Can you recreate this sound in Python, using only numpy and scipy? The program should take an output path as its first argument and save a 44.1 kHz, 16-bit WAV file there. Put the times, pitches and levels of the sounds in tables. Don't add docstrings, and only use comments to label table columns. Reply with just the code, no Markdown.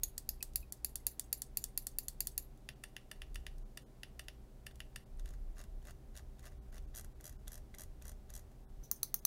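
import sys
import numpy as np
from scipy import signal
from scipy.fft import rfft, irfft
from scipy.io import wavfile
from scipy.ndimage import uniform_filter1d, map_coordinates

SR = 44100
rng = np.random.default_rng(int(sys.argv[2]) if len(sys.argv) > 2 else 0)


def invert_db(level):
    return 10 ** (np.asarray(level, dtype=float) / 20)


def bounce(signal):
    frames = np.transpose(np.atleast_2d(signal))
    limited = np.clip(frames, -1, 1)
    pcm = np.round(limited * 32767).astype(np.int16)
    wavfile.write(sys.argv[1], SR, pcm)


N = 408366

# (time [s], peak level [dB])
LEFT_PRESSES = [
    (0.0333, -20),
    (0.2904, -18.5),
]
LEFT_RELEASES = [
    (0.179, -26.5),
    (0.4263, -25),
]
# (time [s], peak level [dB])
RIGHT_PRESSES = [(0.5572, -17.5), (0.846, -19), (1.0665, -17), (1.3277, -18), (1.571, -18.5),
                 (1.7753, -19.5), (1.9852, -19), (2.2047, -19), (2.378, -19)]
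RIGHT_RELEASES = [(0.7226, -26), (0.9557, -23.5), (1.195, -22.5), (1.4186, -24.5), (1.6397, -22.5),
                  (1.8681, -24.5), (2.0824, -23.5), (2.2705, -22)]
# (time [s], peak level [dB])
SIDE_PRESSES = [(2.6887, -31.5), (2.965, -32.5), (3.2183, -34), (3.4656, -33), (4.0325, -33),
                (4.2832, -32.5), (4.803, -33.5)]
SIDE_RELEASES = [(2.8372, -34.5), (3.1138, -34), (3.3564, -35.5), (3.773, -34.5), (4.1937, -35),
                 (4.666, -34.5), (4.9593, -34.5)]
# (time [s], peak level [dB])
TICK_TIMES = [(0.5347, -53), (2.5745, -59), (2.835, -53), (3.3448, -45), (3.5823, -52.5), (4.6632, -50),
              (4.7945, -62), (4.7564, -49.5), (6.6834, -65.5), (6.8244, -63)]
# (time [s], peak level [dB])
CREAK_TIMES = [
    (0.406, -50),
    (0.626, -56),
]
# (pitch [Hz], width [Hz], level [dB])
LOOSE_GRIP_RINGS = [(3550, 100, -5), (3860, 110, -7), (4500, 260, -9), (6570, 92, 11), (6900, 90, 5.5),
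                    (8200, 170, -2), (10360, 330, 3), (11050, 300, 4), (11950, 120, 10), (12850, 160, -6),
                    (14400, 300, 5), (14850, 300, 3.5)]
LEFT_PRESS_RINGS = [(4860, 360, -3.5), (6670, 280, -5), (7490, 340, -13), (10300, 780, -6.5),
                    (11450, 330, 1), (12500, 120, -12), (14600, 150, -13), (14200, 280, 2)]
LEFT_RELEASE_RINGS = [(4680, 390, -9), (5500, 260, -2.5), (6830, 180, -6), (7450, 410, 0),
                      (8600, 920, -4.5), (9900, 240, -9), (10330, 500, -7), (12200, 450, -2),
                      (12730, 340, -3), (13400, 260, 1), (15300, 310, -4)]
RIGHT_PRESS_RINGS = [(4270, 370, -15.5), (4560, 186, -5), (5740, 330, -29.5), (6720, 180, -5),
                     (7470, 200, -7), (7800, 130, -20), (8940, 290, -9), (10643, 374, -0.5),
                     (11690, 590, -0.5), (13860, 110, -8), (14400, 770, -10.5), (15240, 870, -5)]
RIGHT_RELEASE_RINGS = [(3650, 160, -16), (4390, 130, -2.5), (5760, 370, -17.5), (7570, 480, 0),
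                       (9070, 330, -8.5), (9890, 320, 2.5), (10550, 540, -6.5), (11890, 420, 0.5),
                       (12930, 203, -12.5), (13500, 190, -11.5), (13470, 117, -18), (14060, 180, -2.5),
                       (14920, 520, -6)]
SIDE_PRESS_RINGS = [(1514, 68, -17), (1838, 160, 3), (2772, 220, 4), (3550, 380, -5.5), (4820, 300, -8),
                    (5560, 160, -5.5), (6660, 820, -20), (9870, 240, -6), (10860, 450, -12),
                    (11900, 100, -20), (13400, 280, -33), (15460, 480, -16)]
SIDE_RELEASE_RINGS = [(1616, 70, -15), (1815, 150, 3.5), (2830, 220, 2), (3520, 200, -5), (4730, 530, -8.5),
                      (5680, 120, -3.5), (6280, 85, -31), (6780, 82, -24), (8240, 100, -29), (9210, 190, 0),
                      (10080, 320, -19.5), (11770, 170, -8.5), (12700, 180, -44), (14500, 210, -34)]
TICK_RINGS = [(4840, 1200, -10), (9000, 1800, 0), (11400, 1400, -2), (15850, 1000, -1.5)]
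CREAK_RINGS = [(2540, 65, -2.5), (4750, 490, -25), (9150, 400, -30.5), (12200, 710, -31), (14700, 660, -36)]
# (pitch [Hz], width [Hz], level [dB])
COVER_PRESS_RINGS = [(755, 190, -22), (1775, 116, -18), (2720, 218, -18.5), (3456, 150, -21)]
COVER_RELEASE_RINGS = [(670, 170, -17), (1895, 220, -17.5), (2450, 110, -27)]
SIDE_WALL_RINGS = [(600, 63, -6), (780, 340, -18), (1366, 183, -9)]


def buttons():
    left = (clicks(LEFT_PRESSES[:1], LOOSE_GRIP_RINGS + COVER_PRESS_RINGS,
                   rise_ms=0.39, fall_ms=0.98, crack_db=-9.5)
            + clicks(LEFT_PRESSES[1:], LEFT_PRESS_RINGS + COVER_PRESS_RINGS,
                     rise_ms=0.34, fall_ms=0.47, crack_db=-24)
            + clicks(LEFT_RELEASES, LEFT_RELEASE_RINGS + COVER_RELEASE_RINGS,
                     rise_ms=0.55, fall_ms=1.0, crack_db=-9.5))
    right = (clicks(RIGHT_PRESSES, RIGHT_PRESS_RINGS + COVER_PRESS_RINGS,
                    rise_ms=0.36, fall_ms=1.0, crack_db=-18)
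             + clicks(RIGHT_RELEASES, RIGHT_RELEASE_RINGS + COVER_RELEASE_RINGS,
                      rise_ms=0.52, fall_ms=0.79, crack_db=-11))
    side = (clicks(SIDE_PRESSES, SIDE_PRESS_RINGS + SIDE_WALL_RINGS,
                   rise_ms=0.25, fall_ms=0.74, crack_db=-19.5, fresh=0.22, spread=1.6)
            + clicks(SIDE_RELEASES, SIDE_RELEASE_RINGS + SIDE_WALL_RINGS,
                     rise_ms=0.38, fall_ms=1.4, crack_db=-12.5, fresh=0.21, spread=1.2))
    ticks = clicks(TICK_TIMES, TICK_RINGS, rise_ms=0.19, fall_ms=1.7, crack_db=21, fresh=0.71)
    creaks = clicks(CREAK_TIMES, CREAK_RINGS, rise_ms=1.4, fall_ms=1.1, crack_db=-40)
    return left + right + side + ticks + creaks


# (pitch [Hz], width [Hz])
BROAD_CRACK = (7000, 11000)


def clicks(events, body, rise_ms, fall_ms, crack_db, fresh=0.15, size=2048, spread=2.14):
    ms = np.arange(size) / SR * 1000
    shape = (1 - np.exp(-(ms / rise_ms) ** 2)) * np.exp(-(ms / (1.7 * fall_ms)) ** 1.6)
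    habit = rng.standard_normal(size)
    luck = rng.standard_normal((len(events), size))
    drive = np.sqrt(max(1 - fresh, 0)) * chatter(habit, shape) + np.sqrt(fresh) * chatter(luck, shape)
    level_luck_db = 1.2 * rng.standard_normal((len(events), len(body) + 1))
    levels = invert_db(np.append(np.array(body)[:, 2], crack_db) + level_luck_db)
    sounds = []
    for blur in (1, spread):
        modes = [(-1) ** k * resonance(hz, 1.7 * width_hz * blur, size) ** 2
                 for k, (hz, width_hz, db) in enumerate(body)]
        modes = np.array(modes + [resonance(*BROAD_CRACK, size) * np.sqrt(blur)])
        power = np.abs(modes) ** 2
        share = np.sqrt(np.abs(drive) ** 2 @ power.T / np.sum(power, axis=1))
        sounds.append(irfft(drive * ((levels / share) @ modes), size) / np.sqrt(blur))
        drive = drive / np.abs(drive)
    out = np.zeros((2, N + size))
    for (s, peak_db), sound in zip(events, np.stack(sounds, axis=1)):
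        start = round(s * SR)
        out[:, start:start + size] += invert_db(peak_db) * sound / np.abs(sound[0]).max()
    return out[:, :N]


def chatter(noise, shape, count=8):
    x = shape * noise
    for _ in range(count):
        spectrum = rfft(x)
        flat = irfft(spectrum / np.abs(spectrum), len(shape))
        x = np.abs(shape * noise) * np.sign(flat)
    return rfft(x)


def resonance(hz, width_hz, size):
    z = np.exp(-2j * np.pi * np.arange(size // 2 + 1) / size)
    r = np.exp(-np.pi * width_hz / SR)
    return (1 - r * r) / 2 * (1 - z * z) / (1 - 2 * r * np.cos(2 * np.pi * hz / SR) * z + r * r * z * z)


# (time [s], peak level [dB])
AXLE_LANDINGS = [(4.7094, -54), (5.2566, -58), (8.016, -56), (6.3834, -62), (6.9436, -51), (7.202, -63),
                 (7.4728, -49), (7.7405, -51), (8.2963, -56)]
# (pitch [Hz], width [Hz], level [dB])
PULL_RINGS = [(2830, 260, -2.5), (3660, 230, 8.5), (4520, 460, -6.5), (6130, 1800, 6.5), (7000, 150, -10),
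              (8500, 4000, -5.5), (9300, 1200, -2.5), (11400, 470, 6), (12900, 270, -21), (13800, 940, -32)]
PUSH_RINGS = [(3300, 250, -6), (3950, 130, -2.5), (4800, 610, -8.5), (5940, 260, 3.5), (6800, 230, 2.5),
              (7920, 640, -0.5), (9000, 130, 1.5), (9450, 220, 0), (10160, 1000, -4.5), (12200, 730, 3),
              (13700, 800, -18), (14900, 700, -7.5)]
# (pitch [Hz], width [Hz], level [dB])
SHELL_RINGS = [(618, 116, 7.5), (1185, 110, -16.5), (1595, 260, 6.5), (1835, 60, 0), (2750, 95, 1.5)]
RUB_RINGS = [(593, 31, 10), (1180, 200, 0.5), (1930, 110, 4), (4530, 5100, -9), (6900, 430, -1),
             (9900, 4800, -21)]


def wheel():
    s, snap_db, knock_db = notches()
    pulled = s < 6.9
    snap_events = np.c_[s, snap_db + 8]
    snaps = (clicks(snap_events[pulled], PULL_RINGS, rise_ms=0.97, fall_ms=1.7, crack_db=1.5, fresh=1.0)
             + clicks(snap_events[~pulled], PUSH_RINGS, rise_ms=1.0, fall_ms=1.5, crack_db=-20.0, fresh=0.98))
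    knocks = clicks(np.c_[s, knock_db + 4], SHELL_RINGS, rise_ms=0.39, fall_ms=1.2, crack_db=-13, fresh=0.97)
    landings = clicks(AXLE_LANDINGS, SHELL_RINGS + PULL_RINGS[:3],
                      rise_ms=0.77, fall_ms=1.3, crack_db=-12, fresh=0.44)
    turning = np.sqrt(np.maximum(uniform_filter1d(knocks[0] ** 2, round(0.024 * SR)), 0))
    shell = sum((-1) ** k * invert_db(db) * resonance(hz, width_hz, N)
                for k, (hz, width_hz, db) in enumerate(RUB_RINGS))
    rub = invert_db(-0.5) * turning * coloured(shell)
    return snaps + favoured_rings() + knocks + landings + rub


# (time [s], spring snap level [dB], shell knock level [dB], pitch the spring favours [Hz])
PULLED_NOTCHES = [(5.2759, -56, -65, 4000), (5.2885, -51, -68, 7060), (5.3054, -54, -68, 6550),
                  (5.5678, -65, -63, 2840), (5.581, -49.5, -60, 6440), (5.5912, -49, -62, 6570),
                  (5.601, -51, -59, 5560), (5.6129, -49, -62.5, 6810), (5.8696, -51, -61.5, 6840),
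                  (5.883, -59, -57, 3240), (5.895, -55, -62, 2680), (5.907, -48, -61, 6200),
                  (6.1523, -51, -63, 3990), (6.1642, -44.5, -65, 5600), (6.173, -43, -64, 5900),
                  (6.182, -49, -64, 5650), (6.1922, -54, -58.5, 4580), (6.4537, -47, -62, 8910),
                  (6.4614, -49, -59, 5800), (6.468, -50, -57, 2590), (6.4774, -55, -63, 6460),
                  (6.7426, -53, -63, 6990), (6.7556, -53, -67, 5610), (6.767, -56, -59, 2470),
                  (6.7795, -48, -62, 5900)]
PUSHED_NOTCHES = [(6.9581, -38, -63, 9380), (6.967, -37, -66, 9380), (6.975, -38, -58, 6990),
                  (6.9833, -39, -61, 10000), (6.994, -41.5, -61, 9100), (7.241, -41.5, -63, 9450),
                  (7.2533, -40, -63, 5940), (7.2644, -40.5, -66, 6800), (7.276, -41, -61, 6700),
                  (7.5175, -42, -62, 10000), (7.5297, -41.5, -64, 6800), (7.5406, -41, -62, 9400),
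                  (7.5535, -43, -63.5, 5610), (7.7832, -40, -65, 6900), (7.7945, -41.5, -57.5, 6600),
                  (7.8055, -40, -62, 8800), (7.8168, -41, -61, 9100), (8.0528, -46, -61, 5830),
                  (8.0668, -47, -67, 9300), (8.079, -41, -66, 9700), (8.0924, -43, -61, 8940),
                  (8.337, -41, -63, 6030), (8.3509, -41, -64, 5900), (8.3623, -41, -66, 6000),
                  (8.3752, -46, -64, 6800)]
# (time [s], spring snap level [dB], shell knock level [dB])
NUDGED_NOTCHES = [(5.1943, -55, -61.5), (5.2571, -56, -62), (5.825, -68, -69), (5.851, -58.5, -59),
                  (6.3926, -61, -66), (6.404, -70, -76), (6.4274, -65, -65), (6.44, -67, -56.5),
                  (6.726, -67, -58.5), (6.948, -49, -59), (7.208, -54.5, -63), (7.4779, -47.5, -58),
                  (7.505, -66, -66), (7.7463, -53, -59.5), (8.021, -54, -62), (8.3013, -54, -57)]
COASTED_NOTCHES = [(5.3365, -64, -59.5), (5.6381, -58.5, -61), (6.5203, -83, -63), (7.009, -52, -63),
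                   (7.044, -53, -59.5), (7.293, -53, -60.5), (7.3246, -62.5, -64), (7.576, -54.5, -59.5),
                   (7.834, -52.5, -59), (8.116, -55.5, -59.5), (8.392, -55, -62), (8.515, -70, -71)]


def notches():
    rows = [(s, snap_db - 8.5, knock_db + 4) for s, snap_db, knock_db, hz in PULLED_NOTCHES + PUSHED_NOTCHES]
    return np.transpose(rows + NUDGED_NOTCHES + COASTED_NOTCHES)


# (time [s], peak level [dB], pitch [Hz])
FIRST_NUDGE_RINGS = [(5.1723, -66, 9000), (5.1952, -56, 8930), (5.2571, -57, 2830), (5.8178, -68, 3080),
                     (6.3935, -62, 6820), (6.7801, -56, 2600), (7.2025, -57, 1930), (7.4785, -52, 3550),
                     (7.741, -51.5, 2020), (8.0218, -61, 2520), (8.3026, -69, 6700)]


def favoured_rings():
    rings = [(s, snap_db - 11, hz) for s, snap_db, knock_db, hz in PULLED_NOTCHES + PUSHED_NOTCHES]
    return sum(clicks([(s, db)], [(hz, 190, 0)], rise_ms=0.24, fall_ms=1.1, crack_db=-31)
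               for s, db, hz in rings + FIRST_NUDGE_RINGS)


# (time [s], peak level [dB])
SMALL_PRESSES = [
    (8.9134, -12.5),
    (9.1419, -14),
]
SMALL_RELEASES = [
    (9.03, -16),
    (9.2504, -14),
]
# (pitch [Hz], width [Hz], level [dB])
SMALL_PRESS_RINGS = [(4300, 570, -19.5), (6200, 360, -5.5), (7350, 350, -26), (8400, 330, -19),
                     (9850, 540, -6.5), (11640, 530, -5), (13200, 170, -23), (13900, 290, -11),
                     (15170, 1300, -2.5), (16370, 590, -7)]
SMALL_RELEASE_RINGS = [(4020, 240, -9), (4450, 240, -6.5), (6130, 220, 1.5), (7560, 270, -10.5),
                       (8430, 380, -15), (10200, 380, -6), (11020, 220, 0.5), (12000, 440, -3),
                       (12200, 120, -24), (12400, 190, -13), (13700, 510, -20), (14770, 490, 1.5),
                       (16570, 1200, -7)]
BASE_RINGS = [(755, 250, -26.5), (1230, 210, -17), (1880, 240, -24), (2640, 600, -28)]


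def small_switch():
    return (clicks(SMALL_PRESSES, SMALL_PRESS_RINGS + BASE_RINGS, rise_ms=0.45, fall_ms=0.44, crack_db=-43.0)
            + clicks(SMALL_RELEASES, SMALL_RELEASE_RINGS + BASE_RINGS, rise_ms=0.61, fall_ms=0.8, crack_db=-25.0))


STROKE_TIMES = [5.2763, 5.5674, 5.87, 6.1533, 6.453, 6.744, 6.9581, 7.241, 7.5166, 7.7834, 8.056, 8.338]


def thumps():
    lag_s, hz, width_hz, peak_db = 0.0399, 75.4, 12.2, -53.5
    pushes = np.zeros(N)
    pushes[np.round((np.array(STROKE_TIMES) + lag_s) * SR).astype(int)] = 1
    low = irfft(rfft(pushes) * resonance(hz, width_hz, N) ** 2, N)
    return invert_db(peak_db) * low / np.abs(low).max()


# (pitch [Hz], time to fall by 60 dB [s], level [dB])
ROOM_DECAY = [(495, 0.242, 0.5), (1458, 0.25, -3.5), (4020, 0.21, 1), (10000, 0.089, 3.5), (13000, 0.2, -1),
              (16000, 0.15, -12)]


def room(x, near_db, near_t60, far_db):
    t = np.arange(SR // 2) / SR
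    walls = 0
    for low_hz in 300 * 2 ** np.arange(6.):
        octave = signal.butter(2, [low_hz, 2 * low_hz], "band", fs=SR, output="sos")
        echoes = signal.sosfilt(octave, np.sign(rng.standard_normal(len(t))))
        middle_hz = 1.4 * low_hz
        fall_db = 60 * t / at_hz(ROOM_DECAY, middle_hz)
        walls = walls + echoes * invert_db(at_hz(ROOM_DECAY, middle_hz, axis=2) - fall_db)
    walls *= invert_db(far_db) * np.clip((t - 0.003) / 0.013, 0, 1)
    near = invert_db(near_db - 60 * t / near_t60) * np.sign(rng.standard_normal(len(t))) * (t > 0.0015)
    return signal.fftconvolve(x, (walls + near)[None], axes=1)[:, :N]


def at_hz(points, hz, axis=1):
    return np.interp(np.log(hz + 1), np.log(np.array(points)[:, 0]), np.array(points)[:, axis])


# (pitch [Hz], level per Hz [dB])
FAN_COLOUR = [(88, -57.5), (150, -18), (209, -2), (300, -10.5), (621, -14), (1180, -24), (2520, -31),
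              (15700, -36.5)]
# (pitch [Hz], width [Hz], rms level [dB])
ROOM_BOOMS = [(30.45, 2.1, -62.5), (58.4, 3.9, -64.5), (117.1, 17, -76.5), (136.24, 8, -69.5),
              (152, 21, -78), (199.9, 11, -79.5), (242.5, 11, -84.5), (305, 25, -78.5), (609.6, 74, -84.5)]
# (pitch [Hz], rms level [dB])
HUM_TONES = [(119.6, -67), (385.9, -74.5), (771.6, -82.5)]


def background():
    hz, t = np.arange(N // 2 + 1) * SR / N, np.arange(N) / SR
    out = invert_db(-66.5) * coloured(invert_db(at_hz(FAN_COLOUR, hz)) * (hz > 80))
    for centre_hz, width_hz, db in ROOM_BOOMS:
        out += invert_db(db) * coloured(resonance(centre_hz, width_hz, N) ** 2)
    for tone_hz, db in HUM_TONES:
        out += invert_db(db) * np.sqrt(2) * np.sin(2 * np.pi * tone_hz * t)
    return out + rumble()


# (time [s], strength [dB], upper rumble against the deep one [dB])
SHAKING = [(0.0, -54.5, -3), (0.29, -48.5, -2.5), (0.39, -57.5, -1), (0.61, -52.5, -3.5),
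           (0.66, -67.5, 12.5), (1.79, -54, -12), (3.09, -56.5, -11), (3.38, -44, 5), (3.6, -57, -12),
           (5.05, -55, 1), (5.22, -43, -11), (5.81, -52.5, -5.5), (8.38, -50, -4.5), (8.48, -58, 6),
           (8.53, -58, -9), (8.8, -49, -29)]


def rumble():
    wobble_db, wobble_per_s, drop_s = 1.2, 3.2, 8.83
    before_change = np.arange(N) / SR < drop_s
    strength_db, stiffness_db = in_time(SHAKING)
    deep_db = strength_db + wobble_db * drift(wobble_per_s)
    upper_db = strength_db + stiffness_db - 3.5 + wobble_db * drift(wobble_per_s)
    deep = invert_db(np.where(before_change, deep_db, -80.5)) * coloured(resonance(29.45, 15.6, N) ** 2)
    upper = invert_db(np.where(before_change, upper_db, -67)) * coloured(resonance(58.1, 27, N) ** 4)
    return deep + upper


def in_time(rows):
    s, *columns = np.transpose(rows)
    return [np.interp(np.arange(N) / SR, s, column) for column in columns]


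def drift(rate):
    knots = rng.standard_normal(200)
    return map_coordinates(knots, [np.arange(N) / SR * 2 * rate], order=3)


def coloured(gain):
    noise = irfft(rfft(rng.standard_normal(N)) * gain, N)
    return noise / np.sqrt(np.mean(noise ** 2) + 1e-20)


# (time its click would sound [s], fade-
# in start [s], peak level [dB])
ECHO_ONLY_CLICK = (8.79, 8.826, -16)


def scene():
    mouse, all_round = buttons() + small_switch() + wheel()
    click_s, fade_s, peak_db = ECHO_ONLY_CLICK
    unheard = clicks([(click_s, peak_db)], SMALL_RELEASE_RINGS, rise_ms=0.7, fall_ms=0.8, crack_db=-18)[1]
    echo, late_echo = room(np.array([all_round, unheard]), near_db=-31, near_t60=0.061, far_db=-40.5)
    fade = np.clip((np.arange(N) / SR - fade_s) / 0.025, 0, 1)
    return (mouse + echo + fade * late_echo + thumps() + background())[None]


def quiet_top_removed(x):
    from_hz, edge_hz, gate_db = 15750, 400, -59
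    hz = np.arange(N // 2 + 1) * SR / N
    top = irfft(rfft(x) * np.clip((hz - from_hz) / edge_hz, 0, 1), N)
    loud = uniform_filter1d(top ** 2, 200) > invert_db(2 * gate_db)
    return x - top * (1 - uniform_filter1d(1. * loud, 100))


# (middle time [s], length [ms], share lost [0-1])
HISS_GAPS = [(.714, 11, 1), (.9485, 7, .9), (2.748, 16, .75), (3.644, 18, .95), (3.849, 28, 1),
             (4.733, 14, .7), (5.051, 16, .9), (6.601, 32, 1), (6.716, 12, .75), (6.866, 14, .85),
             (7.142, 20, .7), (7.379, 20, .9), (8.668, 38, 1), (9.21, 20, 1)]


def hiss_dropped(x):
    from_hz, spared_share, band_hz = 1600, 0.2, 200
    out, size = x.copy(), 4096
    hz = np.arange(size // 2 + 1) * SR / size
    all_spared = rng.random((len(HISS_GAPS), 128)) < spared_share
    for (s, ms, share), spared in zip(HISS_GAPS, all_spared):
        middle = round(s * SR)
        piece = slice(middle - size // 2, middle + size // 2)
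        lost = min(share, 1) * (hz > from_hz) * ~spared[(hz / band_hz).astype(int)]
        distance = np.abs(np.arange(size) - size // 2) / (ms * SR / 1000)
        fade = np.clip(1.5 - 2 * distance, 0, 1)[:N - piece.start]
        out[:, piece] -= irfft(rfft(fade * x[:, piece], size) * lost, size)[:, :len(fade)]
    return out


def band_limit(x):
    return signal.sosfilt(signal.butter(12, 17170, fs=SR, output="sos"), x)


def record(dry):
    thinned = hiss_dropped(quiet_top_removed(dry))
    soft = signal.sosfilt(signal.butter(4, 16700, fs=SR, output="sos"), thinned)
    mix = signal.sosfilt(signal.cheby2(8, 50, 17300, fs=SR, output="sos"), soft)
    return band_limit(mix)


dry = scene()
out = record(dry)
bounce(out)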